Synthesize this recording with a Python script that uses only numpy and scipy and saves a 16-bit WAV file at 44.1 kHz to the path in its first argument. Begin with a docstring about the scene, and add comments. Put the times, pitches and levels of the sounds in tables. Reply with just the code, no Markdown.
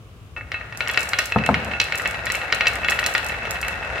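"""Glass marbles run down a winding groove in a wooden slope, close up in a small room.
Out of quiet room tone, the first marble knocks against a bend at 0.36 s and the wood rings.
More and more join in, rumbling along the grain and, from 0.8 s, clicking against each other.
Around 1.4 s two strays drop on the table with a thud.
The rest keep rolling and knocking to the end, over a deep rumble from the table."""
import sys
import numpy as np
from scipy import signal
from scipy.fft import rfft, irfft
from scipy.io import wavfile

SR = 44100
rng = np.random.default_rng(int(sys.argv[2]) if len(sys.argv) > 2 else 0)


def wav_record(signal):
    """Record a signal, one row per channel, as 16-bit PCM in the file named by sys.argv[1]."""
    frames = np.transpose(np.atleast_2d(signal))
    bounded = np.clip(frames, -1, 1)
    # unit amplitude maps onto the largest positive 16-bit level
    quanta = np.round(bounded * 32767).astype(np.int16)
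    wavfile.write(sys.argv[1], SR, quanta)


N = 176400
T = np.arange(N) / SR
AGE = T[:SR // 2]  # seconds since an impact

# Hits on the groove wall. Each row: start in seconds, level in dB, hardness in dB (higher is
# brighter), extra ring of the slope in dB.
KNOCKS = [(0.3645, -27, -28, 13), (0.41, -24.5, -45, -4), (0.5182, -11.5, -16.5, -16),
          (0.5431, -17.5, -27, 8), (0.612, -22.5, -47, -2), (0.725, -22.5, -20, -5),
          (0.8066, -6.5, -17, -2.5), (0.8623, -21, -33, -4), (0.8747, -11, -17, -15),
          (0.8909, -12, -25, -1), (0.898, -9.5, -16, -3), (0.944, -14, -15, 0), (0.9745, -2, -15.5, 0.5),
          (1.1336, -3.5, -18.5, -6), (1.187, -8, 1.5, -9), (1.1896, -5.5, -24, -2), (1.322, -10.5, -18, 6),
          (1.386, -15, -19, 1), (1.4381, -14.5, -23, 1.5), (1.464, -11, -18, 1), (1.543, -2, -20, -15),
          (1.715, -14, -27, -17), (1.736, -18.5, -27, 10), (1.8008, -4, -3.5, -1.5), (1.8148, -13, -4, 2),
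          (1.9232, -6, -18, -7), (1.9477, -15.5, -21, -3), (1.9974, -12.5, -32, -12), (2.0576, -6, -23, -3),
          (2.145, -13, -18, -13), (2.2679, -8.5, -14, -8), (2.3012, -6.5, -17, -6.5),
          (2.3489, -8.5, -18.5, -3), (2.4157, -16, -21, 3), (2.5014, -16, -28, -16), (2.523, -13, -10, -14),
          (2.5256, -1.5, -13.5, -6.5), (2.6087, -2.5, -19.5, -2), (2.6573, -8.5, -21, -18),
          (2.6696, -4, -13, -1), (2.6727, -14, -2, 5), (2.7586, -15, -27, -12), (2.833, -18, -29, 4),
          (2.8469, -11, -15.5, 6), (2.8855, -3, -20.5, -5), (2.9204, -7.5, -22.5, 0),
          (2.9262, -12, -23, -11), (2.9901, -5.5, -19.5, -6), (3.0287, -13.5, -36, -2), (3.041, -15, -3, 4),
          (3.0628, -7, -11, -6), (3.1508, -1, -16.5, -4.5), (3.1803, -12.5, -13, -9), (3.2968, -17, -17, 7),
          (3.3211, -21.5, -20, 5), (3.3456, -17.5, -31, -7), (3.4227, -20.5, -31, 3),
          (3.4531, -17.5, -16, 0), (3.557, -18.5, -23, -2), (3.567, -19, -27, -4), (3.6292, -14, -25, 0),
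          (3.649, -15, -25, -4), (3.684, -13.5, -26, -6), (3.828, -19, -32, 2), (3.8488, -23.5, -29, 5),
          (3.9596, -20.5, -27, -13), (3.9811, -17, -15.5, 0)]
# The dead "tock" of wood under a blow. Each row: pitch in Hz, level in dB, 60 dB decay in seconds.
CONTACT_MODES = [(1526, -17, 0.03), (1924, -7.5, 0.023), (2187, 0, 0.0088), (2800, -2, 0.004),
                 (4027, -20.5, 0.028), (4705, -19, 0.013), (5510, -22.5, 0.014), (7070, -28.5, 0.012)]
# The longer ring of the slope. Each row: pitch in Hz, level in dB, 60 dB decay in seconds.
SLOPE_MODES = [(1239, -11.5, 0.27), (1435, -10.5, 0.3), (1470, -15.5, 0.12), (1513, -14.5, 0.22),
               (1700, -20, 0.29), (1868, -8, 0.26), (1880, -10, 0.14), (2170, -9.5, 0.22),
               (2218, -10.5, 0.44), (2612, 0.5, 0.19), (2650, 1.5, 0.13), (2880, -17, 0.15),
               (3380, -14.5, 0.26), (4005, -10, 0.12), (3970, -24, 0.092)]
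# The tone of a knock's tail. Each row: frequency in Hz, level in dB.
KNOCK_TAIL_EQ = [(100, -36), (300, -17), (550, 0.5), (1000, -10), (1400, -1), (2100, -4.5), (2800, 2.5),
                 (3400, -14.5), (4100, -7), (4600, -18.5), (5700, -25), (6600, -32.5), (16000, -41)]
PUSH_S, CONTACT_DETUNE, TABLE_ECHO_S, NORMAL_HARDNESS_DB = 0.00052, 0.019, 0.0042, -18


def knocks():
    """A marble strikes a bend: woody burst, echo off the table, ringing slope, then the room."""
    out = np.zeros((2, N))
    tail = fade(db=-13, t60=0.025) + fade(db=-24.5, t60=0.47)  # close scatter, then the room
    tail *= 1 - np.exp(-(AGE / TABLE_ECHO_S) ** 2)
    snap = amp(3.5 * np.exp(-(AGE / 0.0018) ** 4))  # the first few cycles stand out
    for start, db, hardness, ring_db in KNOCKS:
        burst = ring(CONTACT_MODES, scatter=0.42, detune=CONTACT_DETUNE) * attack(PUSH_S)
        burst += echo(burst, db=-9.5, delay_s=TABLE_ECHO_S * rng.uniform(0.75, 1.3))
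        # the slope's brightest ring depends most on where it is struck
        ring_eq = [(2250, 0.52 * ring_db), (2550, ring_db), (2750, ring_db), (3100, 0.52 * ring_db)]
        slope = colour(ring(SLOPE_MODES, scatter=0.77), ring_eq)
        blow = amp(10) * unit_energy(snap * burst) + amp(-19.5) * slope + tail * noise(KNOCK_TAIL_EQ)
        tilt = 0.87 * (hardness - NORMAL_HARDNESS_DB)  # harder blows are brighter
        hardness_eq = [(2000, -0.25 * tilt), (4000, 0.55 * tilt),
                       (5700, 1.12 * tilt), (12000, 0.5 * tilt)]
        add(out, start, amp(db + 1.5) * colour(blow, hardness_eq))
    return out


# Marble-on-marble hits. Each row: start in seconds, level in dB.
CLICKS = [(0.774, -21.5), (0.883, -21.5), (0.9134, -24), (0.937, -25), (0.9937, -23), (1.007, -19),
          (1.0157, -25), (1.0314, -18.5), (1.0894, -24.5), (1.0918, -18), (1.19, -14), (1.257, -19),
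          (1.261, -25), (1.4624, -19.5), (1.6475, -26.5), (1.8166, -23.5), (1.842, -24), (1.956, -21.5),
          (1.9776, -21.5), (1.9843, -20), (2.02, -26.5), (2.076, -19.5), (2.111, -25), (2.257, -21),
          (2.321, -14), (2.354, -18.5), (2.548, -20), (2.682, -17.5), (2.7342, -28), (2.756, -22.5),
          (2.8826, -32), (2.899, -14), (2.907, -15), (2.9949, -17.5), (3.0636, -10.5), (3.1393, -21),
          (3.1797, -22.5), (3.246, -24), (3.265, -20), (3.287, -24), (3.509, -15), (3.6148, -21.5),
          (3.683, -20)]
# The tiny ping of glass. Each row: pitch in Hz, level in dB, 60 dB decay in seconds.
GLASS_MODES = [(5540, -33, .005), (7590, -13.5, 0.0027), (10000, -30.5, .004)]
# The bright tone of a click and its tail. Each row: frequency in Hz, level in dB.
GLASS_EQ = [(1000, -41), (4000, -2.5), (5500, 2), (6500, -1), (7500, 3.5), (8700, -2), (12000, -3),
            (16000, -14.5)]
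GROOVE_ECHO_S, MAX_MIC_LAG_S, REBOUND_CHANCE, REBOUND_GAP_S = 0.0008, 0.00014, 0.25, 0.0059


def clicks():
    """Glass meets glass: a sharp ping mirrored by the groove, at times a rebound, then the room."""
    out = np.zeros((2, N))
    tail = (fade(db=-15, t60=0.016) + fade(db=-25, t60=0.42)) * attack(0.00046)
    push = pulse(GLASS_EQ)
    for start, db in CLICKS:
        path, side, gap, odds = rng.random(4)
        click = push + ring(GLASS_MODES, scatter=0.47)
        click += echo(click, db=-5.5, delay_s=GROOVE_ECHO_S * (0.5 + path))
        click[0] = np.roll(click[0], int(side * MAX_MIC_LAG_S * SR))  # reaches the left mic later
        click = unit_energy(click)
        if odds < REBOUND_CHANCE:
            click += echo(click, db=-7, delay_s=REBOUND_GAP_S * (0.5 + gap))
        room = tail * chatter() * noise(GLASS_EQ)
        add(out, start, amp(db + 0.5) * (amp(11.5) * click + room))
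    return out


def chatter(depth_db=2.5, steps_per_s=380):
    """Many tiny contacts and reflections roughen a click's tail: a ragged envelope of rms 1."""
    steps = np.clip(rng.standard_normal(len(AGE)), -2, 2)
    return unit(amp(depth_db * np.interp(AGE * steps_per_s, np.arange(len(steps)), steps)))


# Drops on the table, two heavy and two faint. Each row: start in seconds, level in dB.
THUDS = [(1.3607, -2.5), (1.49, -2), (1.558, -25), (1.668, -19.5)]
# The boom of the table top. Each row: pitch in Hz, level in dB, 60 dB decay in seconds.
TABLE_MODES = [(74.3, -18.5, 0.75), (107.4, -19, 0.52), (127, -9, 0.1), (214, -13, 0.26),
               (257, -16.5, 0.21), (500, -11, 0.05), (700, -8.5, 0.05), (771, -11.5, 0.069),
               (890, -8, 0.041), (1040, -15, 0.067), (1240, -3, 0.019)]
# The dark tone of a thud's tail. Each row: frequency in Hz, level in dB.
THUD_TAIL_EQ = [(40, -30), (70, 1), (115, 5), (220, 4.5), (320, -7), (500, -5), (900, -10), (1300, -14),
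                (1900, -17), (4000, -33), (16000, -70)]


def thuds():
    """A stray marble lands on the table: a blunt push, then the top booms and dies away."""
    out = np.zeros((2, N))
    tail = (fade(db=-6.5, t60=0.044) + fade(db=-17, t60=0.73)) * attack(0.0018)
    push = amp(-6.5) * pulse([(300, -2), (1200, -10), (2200, -34), (8000, -65)])
    dull_eq = [(40, -23), (70, -3), (1400, 1.5), (2500, -3), (8000, -52)]
    for start, db in THUDS:
        boom = (ring(TABLE_MODES, scatter=0.4) + tail * noise(THUD_TAIL_EQ)) * attack(0.00032)
        add(out, start, amp(db - 2.5) * colour(push + boom, dull_eq))
    return out


# The fader ride for the rolling and its hops. Each row: time in seconds, level in dB.
ROLL_RIDE = [(0.3, -10.5), (0.43, -54), (0.55, -41.5), (0.72, -41), (0.82, -39), (1.02, -31), (1.23, -36),
             (1.34, -34), (1.8, -33.5), (1.93, -31.5), (2.65, -32), (2.83, -29.5), (3.05, -31), (3.29, -30),
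             (3.69, -32.5), (4.0, -29.5)]
# The body of glass rolling on wood. Each row: frequency in Hz, level in dB.
ROLL_EQ = [(88, -44), (150, -16), (165, -3.5), (209, -9), (303, -11.5), (566, -0.5), (774, 0), (1040, -6.5),
           (1900, -1.5), (2400, -12.5), (2700, -1.5), (2870, -18), (4080, -19.5), (4410, -24), (5570, -26),
           (11300, -42.5), (16000, -59)]
ROLL_START_S = KNOCKS[0][0]


def rolling(surge_db=1.33, steps_per_s=18):
    """Bumps drive the slope and its modes, surging as the marbles swing round the bends."""
    steps = rng.standard_normal(N // 100)
    surge = amp(surge_db * np.interp(T * steps_per_s, np.arange(len(steps)), steps))
    body = spread(np.array([bumps(), bumps()]), ROLL_EQ)
    ringing = np.zeros((2, N))
    for _ in range(2):
        ringing += signal.fftconvolve(bumps()[None], ring(SLOPE_MODES, scatter=0.99), axes=1)[:, :N]
    ringing = unit(colour(ringing, [(1500, 2), (2600, -11), (4000, -13.5)]))
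    fade_in = np.clip((T - ROLL_START_S) / 0.0085, 0, 1)
    return (body + amp(-6) * ringing) * surge * ride(ROLL_RIDE) * fade_in


def bumps(per_s=1400, spread_db=3):
    """Tiny irregular impacts of glass on the grain of the wood."""
    direction, strength = rng.standard_normal((2, N))
    hits = rng.random(N) < per_s / SR
    return hits * np.sign(direction) * amp(spread_db * np.clip(strength, -2, 2))


# The noisy edge of a hop's landing. Each row: frequency in Hz, level in dB.
HOP_EQ = [(400, -9), (800, -7), (2000, 2.5), (3000, -4), (4100, -15), (5600, -17), (7500, -8), (12000, -16),
          (16000, -35)]


def hops(per_s=36, size=2048):
    """Marbles hop over flaws in the groove and land with small woody taps, no two alike."""
    out = np.zeros((2, N))
    level = ride(ROLL_RIDE)
    push, decay = attack(PUSH_S)[:size], fade(db=0, t60=0.019)[:size]
    for slot in np.arange(ROLL_START_S, N / SR - 1 / per_s, 1 / per_s):
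        start = slot + rng.random() / per_s
        gain = amp(22 + 3.5 * rng.uniform(-1.9, 1)) * level[int(start * SR)]
        wood = unit_energy(push * ring(CONTACT_MODES, scatter=1.0, detune=CONTACT_DETUNE, size=size))
        edge = amp(-2) * unit_energy(decay * noise(HOP_EQ, size=size))
        add(out, start, gain * colour(wood + edge, [(4100, -0.5), (4700, -12)]))
    return out


# The low end under the rolling. Each row: frequency in Hz, level in dB.
RUMBLE_EQ = [(25, -35), (40, -9), (55, 5.5), (72, 4.5), (100, -16), (150, -11.5), (250, -17), (600, -60)]
# The fader ride for that low end. Each row: time in seconds, level in dB.
RUMBLE_RIDE = [(0, -48), (.5, -43), (1, -45), (1.7, -46.5), (2.1, -40), (2.5, -44), (2.8, -35),
               (3.1, -44.5), (3.6, -36.5), (4, -37.5)]


def table_rumble():
    """The table rumbles below the slope in slow swells."""
    return ride(RUMBLE_RIDE) * noise(RUMBLE_EQ, size=N)


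# The bed of the quiet room. Each row: frequency in Hz, level in dB.
ROOM_TONE_EQ = [(25, -32), (40, -20), (66, -15), (102, 2.5), (150, -11.5), (190, -19), (280, -19.5),
                (460, -20), (900, -31), (1150, -25.5), (1800, -37.5), (2800, -32), (4200, -42),
                (10000, -49), (16000, -54)]


def room_tone():
    """Faint steady noise, strongest near 100 Hz."""
    return amp(-43) * noise(ROOM_TONE_EQ, size=N)


# The stereo width of the noise layers. Each row: frequency in Hz, side against mid in dB.
WIDTH = [(60, -15.5), (250, -12.5), (600, -15), (1400, 0), (2500, -0.5), (8000, 0.5)]


def spread(pair, eq):
    """Turn two unrelated signals into a coloured stereo sound of rms 1, wider in the treble."""
    size = pair.shape[1]
    mid, side = rfft(pair) * gains(eq, size)
    side = side * gains(WIDTH, size)
    return unit(irfft(np.array([mid + side, mid - side]), size))


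def noise(eq, size=len(AGE)):
    """Coloured stereo noise."""
    return spread(rng.standard_normal((2, size)), eq)


def ring(modes, scatter, detune=0.0054, size=len(AGE)):
    """Decaying modes; their strengths vary with where the blow lands and the side they are heard from."""
    hz, db, t60 = np.array(modes).T[:, :, None]
    hz = hz * (1 + detune * rng.standard_normal(hz.shape))
    waves = amp(db - 60 * AGE[:size] / t60) * np.sin(2 * np.pi * hz * AGE[:size])
    by_spot = rng.standard_normal(len(modes))
    by_side = rng.standard_normal((2, len(modes)))
    return (1 + scatter * (by_spot + by_side) / np.sqrt(2)) @ waves


def pulse(eq):
    """One sharp push with the given (Hz, dB) spectrum, peak 1."""
    push = colour(np.array([AGE == 0, AGE == 0], float), eq)
    return push / np.abs(push).max()


def colour(x, eq):
    """Causal filter with the given (Hz, dB) response."""
    cepstrum = irfft(np.log(gains(eq, size=2048)))
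    half = len(cepstrum) // 2
    folded = np.r_[cepstrum[0], 2 * cepstrum[1:half], np.zeros(half)]
    response = irfft(np.exp(rfft(folded)))
    return signal.fftconvolve(x, response[None], axes=1)[:, :x.shape[1]]


def gains(eq, size):
    """A (Hz, dB) table as gains on the frequency bins of a signal."""
    hz, db = np.array(eq, float).T
    return amp(np.interp(np.log(np.fft.rfftfreq(size, 1 / SR) + 1), np.log(hz), db))


def ride(points):
    """A (s, dB) table as a gain over time."""
    return amp(np.interp(T, *np.array(points).T))


def attack(seconds):
    """Exponential rise from 0 to 1."""
    return 1 - np.exp(-AGE / seconds)


def fade(db, t60):
    """Decay from a level, losing 60 dB every t60 seconds."""
    return amp(db) * amp(-60 * AGE / t60)


def echo(x, db, delay_s):
    """A later, quieter copy of a short sound."""
    return amp(db) * np.roll(x, int(delay_s * SR), axis=1)


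def amp(db):
    """Decibels to gain."""
    return 10 ** (np.maximum(db, -200) / 20)


def unit(x):
    """Scale to rms 1."""
    return x / np.sqrt(np.mean(x ** 2))


def unit_energy(x):
    """Scale a short sound to an average energy of 1 per channel."""
    return unit(x) / np.sqrt(x.shape[1])


def add(out, start, sound):
    """Mix a sound in at a time in seconds."""
    i = int(start * SR)
    out[:, i:i + sound.shape[1]] += sound[:, :N - i]


def scene():
    """All the marbles over the quiet room."""
    return knocks() + clicks() + hops() + thuds() + rolling() + table_rumble() + room_tone()


# How the stereo image leans. Each row: frequency in Hz, left minus right in dB.
BALANCE = [(60, 2), (500, 2), (900, -0.5), (1450, 6.5), (2200, 0.5), (2650, -.5), (3600, 1.5), (5000, -2),
           (8000, -5.5), (15000, -7)]
LOW_CUT_HZ, HIGH_CUT_HZ = 45, 15900


def record(dry):
    """Two microphones differ in colour and lose the deepest bass; peaks clip and the top is cut."""
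    dry = signal.sosfilt(signal.butter(2, LOW_CUT_HZ, "high", fs=SR, output="sos"), dry)
    left = colour(dry[:1], [(hz, db / 2) for hz, db in BALANCE])
    right = colour(dry[1:], [(hz, -db / 2) for hz, db in BALANCE])
    low_pass = signal.ellip(8, 0.2, 70, HIGH_CUT_HZ, fs=SR, output="sos")
    return signal.sosfilt(low_pass, np.clip(np.vstack([left, right]), -1, 1))


dry = scene()
out = record(dry)
wav_record(out)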